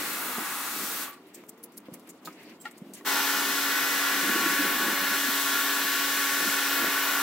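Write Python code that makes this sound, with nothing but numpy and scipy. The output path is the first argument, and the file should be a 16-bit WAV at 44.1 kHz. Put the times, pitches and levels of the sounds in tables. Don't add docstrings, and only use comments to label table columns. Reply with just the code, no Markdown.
import sys
import numpy as np
from scipy import signal
from scipy.fft import rfft, irfft, next_fast_len
from scipy.io import wavfile
from scipy.ndimage import uniform_filter1d

SR = 44100
rng = np.random.default_rng(int(sys.argv[2]) if len(sys.argv) > 2 else 0)


def output_pcm(signal):
    pcm = np.clip(np.atleast_2d(signal).T, -1, 1) * 32767
    wavfile.write(sys.argv[1], SR, np.round(pcm).astype(np.int16))


def volts_from_decibels(level):
    exponent = np.asarray(level, float) / 20
    return 10 ** exponent


N = 318402
TIME = np.arange(N) / SR
AIR = []


# start_s, rise_s, stop_s, case_db, jet_db
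FAR_RUN = (-.01, .01, 1.035, -38.4, -36.5)
# pitch_hz, level_db, side_minus_mid_db
FAR_LINES = [(282.4, -56.5, -31.0), (832, -54.5, -14.0), (1112, -52.5, -17), (1226, -54, -16.0),
             (1397, -55, -21.0), (1507, -52, -4), (1674.0, -53, -3), (1934, -55.0, -2), (2095, -62, 5),
             (2590, -56.0, -3.0), (2664.0, -58, -3.0), (2793.0, -59, -6.0), (3354.0, -59.0, -11),
             (4192.0, -63.0, -7)]
# pitch_hz, level_db (per Hz)
FAR_CASE = [(88, -42), (150, -13.5), (270, -4), (605, -8), (1370, 0.5), (1820, -3), (1960, -6.5),
            (2400, -3), (2580, -11), (2910, -8.5), (5000, -21), (6500, -44), (11000, -120)]
# pitch_hz, width_hz, level_db
FAR_MODES = [(1130, 51, 1), (1250, 71, 3), (1420, 66, 1.5), (1670, 60, 2), (1800, 80, -1.5), (1960, 120, 2),
             (2450, 80, -3.5), (2580, 110, 5)]
# pitch_hz, level_db (per Hz)
FAR_JET = [(2060, -15), (3500, -2), (4340, -1.5), (4810, -2), (7800, -0.5), (14000, 2.5), (15750, 1.5),
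           (16000, -23)]
# pitch_hz, side_minus_mid_db
FAR_SIDE = [(60, -15), (200, -18), (700, -13), (1290, -10), (2380, -2.5), (4400, -1.5), (7000, -4),
            (8000, -15), (8800, -23), (15000, -50)]


def far_washer():
    lines = [(hz, db, side_db, 0) for hz, db, side_db in FAR_LINES]
    return washer(FAR_RUN, lines, FAR_CASE, FAR_MODES, FAR_JET, FAR_SIDE,
                  case_share_db=-1.5, swell_db=1.0)


# start_s, rise_s, stop_s, case_db, jet_db
NEAR_RUN = (3.046, .028, 9, -28.4, -33)
NEAR_LINE_HZ = [279.6, 400, 559, 679.5, 838.5, 1118.8, 1303, 1398.4, 1506.4, 1677.9, 1783.5, 1956.8, 2211.7,
                2356, 2514, 2901, 3360, 3463, 3628, 3908, 4195, 5030, 7784]
# level_db, side_minus_mid_db, extra_db (until the phone settles)
NEAR_LINES = [(-42, -51, 0.5), (-49.5, -31, 2), (-55.5, -13, 0), (-54.5, -15, 0), (-50.5, -5, 7),
              (-40, -16, -4), (-54, -25, 6), (-41, -14, -3), (-39.5, -16, -4), (-40, -18, -7),
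              (-43, -14, 2), (-45.5, 3, 0.5), (-52, -14, 3), (-62, -8, -2), (-48.5, -2, -1),
              (-46, -13, 0.5), (-51, -10, 0), (-54, -9, -3), (-50, -9, 0), (-55, -6, 2), (-49, -8, 1),
              (-53, -1, 2), (-59, -15, 2)]
# pitch_hz, level_db (per Hz)
NEAR_CASE = [(88, -88), (150, -22.5), (226, -20.5), (274, -12.5), (341, -13.5), (395, -15), (613, -13.5),
             (1040, -6), (1100, -4), (1280, -8.5), (1460, -2), (2070, -5.5), (5000, -15), (6500, -49),
             (11000, -120)]
# pitch_hz, width_hz, level_db
NEAR_MODES = [(1060, 20, 0), (1182, 59, 2), (1393, 60, 5.5), (1504, 38, 5.5), (1603, 57, -6), (1680, 50, 3),
              (1730, 35, 2.5), (1920, 25, 3), (2000, 80, -6.5), (2260, 66, 1.5), (2270, 36, -8.5),
              (3200, 85, 3), (12000, 200, 2.5), (7780, 90, 5), (8110, 50, 3)]
# pitch_hz, level_db (per Hz)
NEAR_JET = [(2060, -20), (3500, -2.5), (4160, -5), (4780, -7), (5190, 0), (7040, -2), (7850, -5),
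            (8910, -4), (13000, 0), (15750, -0.5), (16000, -26)]
# pitch_hz, side_minus_mid_db
NEAR_SIDE = [(60, -21), (200, -45), (500, -24), (800, -16), (1290, -14), (2000, -8.5), (4400, -6),
             (7000, 0), (8000, -10), (8800, -11.5), (15000, -17.5)]


def near_washer():
    lines = [(hz, *strength) for hz, strength in zip(NEAR_LINE_HZ, NEAR_LINES)]
    return washer(NEAR_RUN, lines, NEAR_CASE, NEAR_MODES, NEAR_JET, NEAR_SIDE,
                  case_share_db=-3.5, swell_db=1.5)


def washer(run, lines, case, modes, jet, side_table, case_share_db, swell_db):
    sway_db, recede_db_per_s, jet_shut_db_per_s = 0.4, 0.2, 240
    run_down_db_per_s, brake_db_per_s2 = 80, 650
    start, rise, stop, case_db, jet_db = run
    on = np.clip((TIME - start) / rise, 0, 1)
    since_stop = np.maximum(TIME - stop, 0)
    run_down_db = (run_down_db_per_s + brake_db_per_s2 * since_stop) * since_stop
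    load = on * volts_from_decibels(sway_db * walk(3) - recede_db_per_s * (TIME - start) - run_down_db)
    flow = on * volts_from_decibels(sway_db * walk(3) - jet_shut_db_per_s * since_stop)
    heard = slice(*np.flatnonzero(load > 1e-3)[[0, -1]])
    tones = motor(lines, heard, wobble=0.001215, rough_db=2, swell_db=swell_db) * load
    rattle = aim(unit(hiss(case, 1.0, 6), 730, 2200)) * load * volts_from_decibels(case_db + case_share_db)
    spray = aim(unit(hiss(jet, 0.63, 9), 4400, 14800)) * flow * volts_from_decibels(jet_db)
    mid, other = shape(rattle + spray, [(20, 0), (20000, 0)], modes)
    return tones + widen(mid, side_table, other)


# time_s, level_db
WALL_ECHO = [(3.6, 0), (4.8, -1), (5.3, -5), (5.9, -7), (6.15, 1), (6.35, 4.5), (6.6, 1.5), (7.2, -1)]


def motor(lines, span, wobble, rough_db, swell_db):
    settled_s, settling_s = 3.66, 0.34
    time = TIME[span]
    turn = (np.cumsum(1 + wobble * (walk(3) + walk(25))) / SR)[span]
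    unsettled = np.clip((settled_s - time) / settling_s, 0, 1)
    out = np.zeros((2, N))
    for hz, db, side_db, early_db in lines:
        unsteady = min(hz / 1300, 1)
        smear = 0.55 * hz / 1500 * walk(40)[span]
        phase = 2 * np.pi * (hz * turn + rng.random()) + smear
        load = (walk(2.95, unsteady * swell_db) * walk(30, unsteady * rough_db))[span]
        load = load * (1 + (volts_from_decibels(early_db) - 1) * unsettled)
        if 500 < hz < 900 and hz % 280 > 270:
            load = load * volts_from_decibels(np.interp(time, *np.transpose(WALL_ECHO), left=0))
        gain = np.sqrt(2) * volts_from_decibels(db) * load
        mid = gain * np.sin(phase)
        side = gain * volts_from_decibels(side_db) * np.cos(phase)
        out[:, span] += [mid + side, mid - side]
    return out


# time_s, roar_db (on the concrete), bite_db (of the spray)
AIM = [(0, -.5, 0), (.3, 0, -1.5), (.55, 0, -1), (.85, 0, 1.5), (1, 0, .5), (3.1, 1.5, 1.5), (3.4, 0, 2),
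       (4.2, -.5, .8), (4.7, .3, -.8), (5.3, -2, .1), (5.7, -2, .3), (6.15, -4.5, 1), (6.4, -1.5, 1),
       (6.8, .2, .1), (7.2, .2, .1)]


def aim(x):
    s, roar_db, bite_db = np.transpose(AIM)
    for db, band_hz in ((roar_db, [350, 1000]), (bite_db, [4000, 8000])):
        sos = signal.butter(1, band_hz, "bandpass", fs=SR, output="sos")
        part = signal.sosfilt(sos, x)
        x = x + part * (volts_from_decibels(np.interp(TIME, s, db)) - 1)
    return x


# start_s, end_s, level_db, pitch_hz, width_hz
VALVE = (1.074, 1.12, -46, 14200, 1100)


def valve():
    start, end, db, hz, width = VALVE
    whistle = shape(rng.standard_normal(N), [(20, -40), (20000, -40)], [(hz, width, 40)])
    gate = np.sin(np.pi * np.clip((TIME - start) / (end - start), 0, 1))
    return volts_from_decibels(db) * gate * whistle / np.std(whistle)


# start_s, level_db, pitch_hz, t60_s, damped_at_s
PUMP_RING = (1.06, -46.5, 1150, .9, 1.195)


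def pump_ring():
    out, t = np.zeros(N), TIME[:16384]
    s, db, hz, t60, damped = PUMP_RING
    tone = ring(t, hz, t60) * walk(150)[:len(t)] + 0.6 * ring(t, hz, t60)
    gate = np.clip(np.minimum(t, damped - s - t) / 0.02, 0, 1)
    add(out, s, volts_from_decibels(db) * tone * gate)
    return out


# peak_s, peak_db, centre_hz, t60_s
SCUFFS = [
    (1.3444, -34, 7000, 0.07),
    (1.4905, -28.5, 8400, 0.031),
    (1.637, -29, 11000, 0.049),
    (1.7764, -27, 10800, 0.027),
    (1.939, -32.5, 11000, 0.047),
    (2.0737, -45, 10900, 0.06),
    (2.6794, -47, 9880, 0.03),
    (2.7105, -44, 8640, 0.066),
    (2.7776, -42, 9080, 0.056),
]
# peak_s, peak_db, centre_hz
FAINT_SCUFFS = [
    (1.4366, -53, 12800),
    (1.5773, -50, 14800),
    (1.722, -52, 13600),
    (1.8544, -55, 5070),
    (1.9964, -52, 11300),
    (2.173, -58, 8440),
    (2.3261, -48, 5650),
    (2.4289, -48, 8470),
    (2.495, -48, 5520),
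    (2.6529, -43, 7000),
]
# peak_s, peak_db, centre_hz, t60_s
DRAGS = [
    (1.128, -42, 4600, 0.04),
    (1.2675, -49.5, 13100, 0.12),
    (1.3694, -50, 7550, 0.11),
    (2.09, -34.5, 7750, 0.042),
    (2.2482, -33, 6360, 0.15),
    (2.608, -39.5, 8300, 0.12),
    (2.9343, -32, 8700, 0.083),
    (2.9694, -42.5, 7300, 0.12),
]


def sole_on_grit():
    out = np.zeros(N)
    for s, db, hz, t60 in SCUFFS:
        add(out, s, scuff(db - 9.0, hz, t60, swell_ms=4.0, hold=0.0013, wide=0.78))
    for s, db, hz in FAINT_SCUFFS:
        add(out, s, scuff(db - 9.0, hz, t60=0.08, swell_ms=3.0, hold=0.0013, wide=0.78))
    for s, db, hz, t60 in DRAGS:
        add(out, s, scuff(db - 11.5, hz, t60, swell_ms=0.6, hold=0.013, wide=0.95))
    return np.roll(out, -int(0.028 * SR))


def scuff(db, hz, t60, swell_ms, hold, wide):
    t = TIME[:8192] - 0.03
    bins = np.arange(4097) * SR / 8192 + 1
    swell = np.exp(t * 1000 / max(swell_ms, 0.5))
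    decay = np.exp(-np.log(1000) * (t - hold) / t60)
    envelope = np.minimum(np.minimum(swell, decay), 1)
    crackle = volts_from_decibels(2.1 * np.repeat(rng.exponential(size=256), 32))
    colour = np.exp(-(np.log(bins / hz) / 0.19) ** 2) + wide / (1 + (5500 / bins) ** 6)
    scrape_db = -1 - 16 * np.log2(hz / 5000)
    colour += volts_from_decibels(scrape_db) * np.exp(-(np.log(bins / 3200) / 0.6) ** 2)
    colour *= volts_from_decibels(3.5 * np.interp(bins, np.arange(24) * 1000, rng.standard_normal(24)))
    noise = crackle * irfft(rfft(rng.standard_normal(len(t))) * colour, len(t))
    return volts_from_decibels(db) * envelope * noise / np.std(noise)


# start_s, peak_db, pitch_hz
GRAINS = [(1.3514, -38, 7120), (1.4661, -47, 13900), (1.4925, -34, 9000), (1.6304, -34, 11500),
          (1.6382, -21, 9500), (1.6454, -33, 12800), (1.6594, -41, 10500), (1.7724, -27, 11000),
          (1.7784, -21, 10800), (1.8024, -46, 11100), (1.9365, -30, 10600), (1.939, -26, 11000),
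          (1.9964, -45, 11300), (2.0737, -46, 7530), (2.0906, -28, 7620), (2.1034, -36, 8050),
          (2.2154, -48, 15000), (2.2478, -46, 6360), (2.2964, -44, 4770), (2.615, -42, 14500),
          (2.615, -45, 10000), (2.6529, -44, 4320), (2.7112, -43, 4210), (2.9357, -25, 8440)]


def snapping_grains():
    out, t = np.zeros(N), TIME[:512]
    for s, db, hz in GRAINS:
        burst = np.diff(rng.standard_normal(len(t) + 1)) * np.exp(-t / 0.00059)
        snap = 0.7 * ring(t, hz, 0.004) + 0.55 * burst
        add(out, s, volts_from_decibels(db - 5) * snap * (1 - np.exp(-t / 0.0003)))
    return out


# start_s, peak_db, lowest_hz
DRY_TICKS = [(1.2681, -54, 9000), (1.288, -54, 8000), (1.3449, -42, 3000), (1.372, -48, 5000),
             (1.4661, -46, 7000), (1.5774, -52, 4000), (1.66, -46, 3500), (1.7215, -48, 3500),
             (1.803, -48, 4000), (1.95, -42, 8000), (1.9964, -45, 2500), (2.0737, -44, 6000),
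             (2.3262, -49, 3500), (2.4289, -48, 6000), (2.495, -50, 5000), (2.615, -41, 6000),
             (2.7113, -44, 3000), (2.9358, -37, 5000)]


def dry_ticks():
    out, t = np.zeros(N), TIME[:1024]
    for s, db, hz in DRY_TICKS:
        burst = rng.standard_normal(len(t)) * (np.exp(-t / 0.0007) + 0.2 * np.exp(-t / 0.004))
        sos = signal.butter(2, hz, "highpass", fs=SR, output="sos")
        add(out, s, volts_from_decibels(db - 4) * signal.sosfilt(sos, burst))
    return out


# start_s, level_db, pitch_hz, t60_s
CLINKS = [
    (1.646, -54, 13000, .03),
    (2.255, -59, 6350, .06),
    (2.601, -55, 7650, .3),
    (2.601, -57, 13500, .2),
    (2.601, -60, 3200, .1),
]


def clinks():
    out, t = np.zeros(N), TIME[:8192]
    for s, db, hz, t60 in CLINKS:
        add(out, s, volts_from_decibels(db) * ring(t, hz, t60) * volts_from_decibels(3.0 * walk(300)[:len(t)]))
    return out


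# start_s, peak_db, rattle_db
KNOCKS = [
    (2.2743, -27.5, -30),
    (2.6535, -30.5, -7),
]
# pitch_hz, level_db, t60_s
KNOCK_MODES = [
    [(1023, -8, .03), (1260, 0, .023), (850, -16, .02), (1550, -9, .012)],
    [(851, -7, .035), (1389, -5, .04), (1873, 0, .024), (2200, -5, .02), (2730, -8, .014),
     (3499, -18, .008)],
]
# late_ms, share
BOUNCES = [
    [(0, 1.1), (3.2, .35), (6.4, .75), (11.1, .3), (16, .2), (24, .15), (31, .1)],
    [(0, .5), (1.6, .5), (3.7, .7), (5.3, .6), (8.2, .5), (11, .45), (14.5, .4), (19, .25), (25, .2),
     (32, .2), (42, .1), (59, .12), (63, .12)],
]
# start_s, peak_db, pitch_hz, t60_s
TAPS = [
    (.382, -28.5, 417, 0.03),
    (1.438, -43, 620, .016),
    (1.438, -46, 1250, .01),
    (1.885, -33.5, 300, 0.056),
    (3.01, -45, 1100, .04),
]


def knocks():
    out, t = np.zeros(N), TIME[:8192]
    no_bass = signal.butter(3, 700, "highpass", fs=SR, output="sos")
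    for (s, db, rattle_db), modes, bounces in zip(KNOCKS, KNOCK_MODES, BOUNCES):
        body = sum(volts_from_decibels(mode_db) * ring(t[:4096], hz, t60) for hz, mode_db, t60 in modes)
        blow = 0.2 * volts_from_decibels(rattle_db) * rng.standard_normal(4096) * np.exp(-t[:4096] / 0.014)
        for ms, share in bounces:
            blow[int(ms * SR / 1000)] += share
        clack = signal.sosfilt(no_bass, np.convolve(body, blow))
        add(out, s, volts_from_decibels(db - 4.0) * clack)
    for s, db, hz, t60 in TAPS:
        overtones = 0.63 * ring(t, 1.7 * hz, t60) + 0.21 * ring(t, 3.5 * hz, t60 / 2)
        add(out, s, volts_from_decibels(db + 0.5) * (ring(t, hz, t60) + overtones))
    return signal.sosfilt(signal.butter(3, 150, "highpass", fs=SR, output="sos"), out)


# middle_s, peak_db, pitch_hz, half_length_ms
BUMPS = [(0.386, -33, 230, 5.1), (.408, -36, 300, 3), (.425, -38, 280, 3.5), (1.925, -38.5, 188, 4.7),
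         (2.823, -34, 201, 4.9), (4.246, -31, 328, 6), (4.361, -25, 318, 5.7), (4.466, -23.5, 307, 5.6),
         (4.53, -29, 300, 5), (4.605, -24.5, 291, 12), (4.655, -30, 336, 5), (4.765, -29, 277, 7),
         (4.822, -28, 280, 8), (4.885, -30, 290, 6), (4.93, -31, 310, 6), (5.29, -31, 250, 8),
         (6.869, -33, 327, 5)]


def phone_bumps():
    out = np.zeros(N)
    for s, db, hz, half_ms in BUMPS:
        t = TIME - s
        out += volts_from_decibels(db) * np.cos(2 * np.pi * hz * t) * np.exp(-(t * 1000 / half_ms) ** 2)
    return out


# start_s, end_s, start_hz, end_hz, end_db
WHINE = [
    (.84, 1.76, 305, 484, -56),
    (3.68, 5.32, 472, 594, -47),
]


def vehicle():
    fade_s, nearing_db_per_s = 0.1, 3
    out = 0
    for start, end, start_hz, end_hz, db in WHINE:
        hz = np.interp(TIME, [start, end], [start_hz, end_hz])
        gate = np.clip(np.minimum(TIME - start, end - TIME) / fade_s, 0, 1)
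        near_db = db - nearing_db_per_s * np.abs(end - TIME)
        level = gate * volts_from_decibels(near_db + 2.5 * walk(14))
        out = out + level * np.sin(2 * np.pi * np.cumsum(hz) / SR + 0.6 * walk(25))
    return out


# middle_s, level_db, half_length_s
GUSTS = [(0.0, -52, .14), (.1, -52, .03), (.29, -55, .08), (.41, -56, .03), (.88, -55.5, .15),
         (1.95, -57, .08), (2.25, -59, .1), (2.43, -59, .05), (2.9, -57, .04), (3.1, -55, .15),
         (3.6, -57, .4), (4.2, -51, .1), (4.4, -45.5, .16), (4.66, -45, .08), (4.86, -45, .1),
         (5.04, -48, .04), (5.18, -50, .1), (5.7, -59, .25), (6.45, -45.5, .05), (6.84, -44.5, .06)]
# pitch_hz, level_db (per Hz)
WIND_COLOUR = [(20, -42), (50, -42), (80, -37), (110, -35), (150, -13), (200, -2), (320, -0.5), (450, -9),
               (700, -14), (1500, -37)]
# pitch_hz, side_minus_mid_db
WIND_SIDE = [(25, -11), (60, -18), (125, -22), (300, -30)]


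def wind():
    breeze_db = -62
    lumps = volts_from_decibels(1.5 * walk(22) + 2 * walk(60))
    strength = np.hypot(volts_from_decibels(breeze_db), swells(GUSTS))
    buffets = shape(lumps * rng.standard_normal((2, N)), WIND_COLOUR)
    mid, other = unit(buffets, 317, 348) * strength
    side = shape(other, WIND_SIDE)
    return np.array([mid + side, mid - side])


# middle_s, level_db, half_length_s
STIRS = [(1.12, -59, .05), (1.28, -64, .06), (1.39, -60, .05), (1.864, -57, .015), (1.945, -60, .025),
         (2.08, -60, .03), (2.3, -58, .06), (2.42, -56, .08), (2.51, -57, .05), (2.67, -53, .03),
         (2.74, -62, .05), (2.87, -66, .07), (2.975, -53, .035)]
# pitch_hz, level_db (per Hz)
HUSH = [(180, -13.5), (300, -2), (481, -9), (556, -11), (972, -9), (1290, -10.5), (1730, -17), (3000, -21),
        (3900, -27), (6600, -120)]
RUSTLE = [(1000, -35), (1600, -1), (2200, 1.5), (2900, -2), (4000, -12), (6500, -30)]
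TRICKLE = [(2650, -17), (4500, 5), (6030, -2), (7770, -3), (10000, -7), (14200, -3), (16000, -7)]
# pitch_hz, side_minus_mid_db
YARD_SIDE = [(60, -11), (200, -22), (500, -8), (1290, -9), (2380, -2), (4400, 4), (7500, 2), (8800, -7),
             (15000, -11)]


def yard():
    rest_low_db, rest_top_db = -62, -76
    stir_low_db, stir_mid_db, stir_top_db = -10, -2.1, -12.5
    stir = swells(STIRS)
    low_level = np.hypot(volts_from_decibels(rest_low_db), volts_from_decibels(stir_low_db) * stir)
    top_level = np.hypot(volts_from_decibels(rest_top_db), volts_from_decibels(stir_top_db) * stir)
    hush = unit(hiss(HUSH, 1.1, 14), 500, 1800) * low_level
    rustle = unit(hiss(RUSTLE, 2.2, 30), 1800, 3500) * volts_from_decibels(stir_mid_db) * stir
    trickle = unit(hiss(TRICKLE, 3.5, 60), 5000, 15000) * top_level
    mid, other = hush + rustle + trickle
    return widen(mid, YARD_SIDE, other)


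def swells(rows):
    coarse = TIME[::44]
    power = sum(volts_from_decibels(2 * db) * np.exp(-2 * ((coarse - s) / half) ** 2) for s, db, half in rows)
    return np.interp(TIME, coarse, np.sqrt(power))


# pitch_hz, level_db
LEAN = [(200, -0.5), (1500, 1.16), (4000, 2), (6500, 5), (9000, 0.7)]


def widen(mid, side_table, other):
    side = shape(other, side_table) + (shape(mid, LEAN) - mid) / 2
    return np.array([mid + side, mid - side])


def octaves():
    slopes = np.array([(0.5, -60), (0.704, -3), (1, 0), (1.42, -3), (2, -60)])
    centres_hz = 125 * 2.0 ** np.arange(8)
    return [shape(rng.standard_normal((2, N)), slopes * [hz, 1]) for hz in centres_hz]


def hiss(colour, flicker_db, rate):
    out = sum(walk(rate, flicker_db) * np.roll(band, rng.integers(N), axis=1) for band in AIR)
    return shape(out, colour)


def walk(rate, spread_db=None):
    hold = max(int(SR / 16 / rate), 1)
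    steps = np.repeat(rng.standard_normal(N // 16 // hold + 2), hold)
    slow = 1.273 * uniform_filter1d(uniform_filter1d(steps, hold), hold)
    if spread_db is not None:
        slow = volts_from_decibels(spread_db * slow)
    return np.interp(np.arange(N) / 16, np.arange(len(slow)), slow)


def ring(t, hz, t60):
    return np.sin(2 * np.pi * hz * t) * np.exp(-np.log(1000) * t / t60)


def shape(x, table, modes=()):
    hz, db = np.transpose(table)
    size = next_fast_len(N)
    bins = np.arange(size // 2 + 1) * SR / size + 1
    gain_db = np.interp(np.log(bins), np.log(hz), db)
    gain_db += sum(mode_db * np.exp(-((bins - f) / width) ** 2) for f, width, mode_db in modes)
    return irfft(rfft(x, size) * volts_from_decibels(gain_db), size)[..., :N]


def unit(x, lo_hz, hi_hz):
    sos = signal.butter(4, [lo_hz, hi_hz], "bandpass", fs=SR, output="sos")
    return x / np.std(signal.sosfilt(sos, x[0]))


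def add(out, s, x):
    i = int(s * SR)
    out[i:i + len(x)] += x[:len(out) - i]


def scene():
    AIR[:] = octaves()
    grit = sole_on_grit() + snapping_grains() + dry_ticks() + clinks()
    small = grit + knocks() + phone_bumps() + valve() + pump_ring()
    echo = volts_from_decibels(-4) * np.roll(small, 90)
    washers = far_washer() + near_washer()
    return washers + widen(small, YARD_SIDE, echo) + vehicle() + wind() + yard()


def band_limit(x):
    return signal.sosfilt(signal.butter(12, 17080, fs=SR, output="sos"), x)


def record(dry):
    top_cut = signal.ellip(12, 0.3, 70, 15800, fs=SR, output="sos")
    mix = signal.sosfilt(top_cut, dry)
    return band_limit(mix)


dry = scene()
out = record(dry)
output_pcm(out)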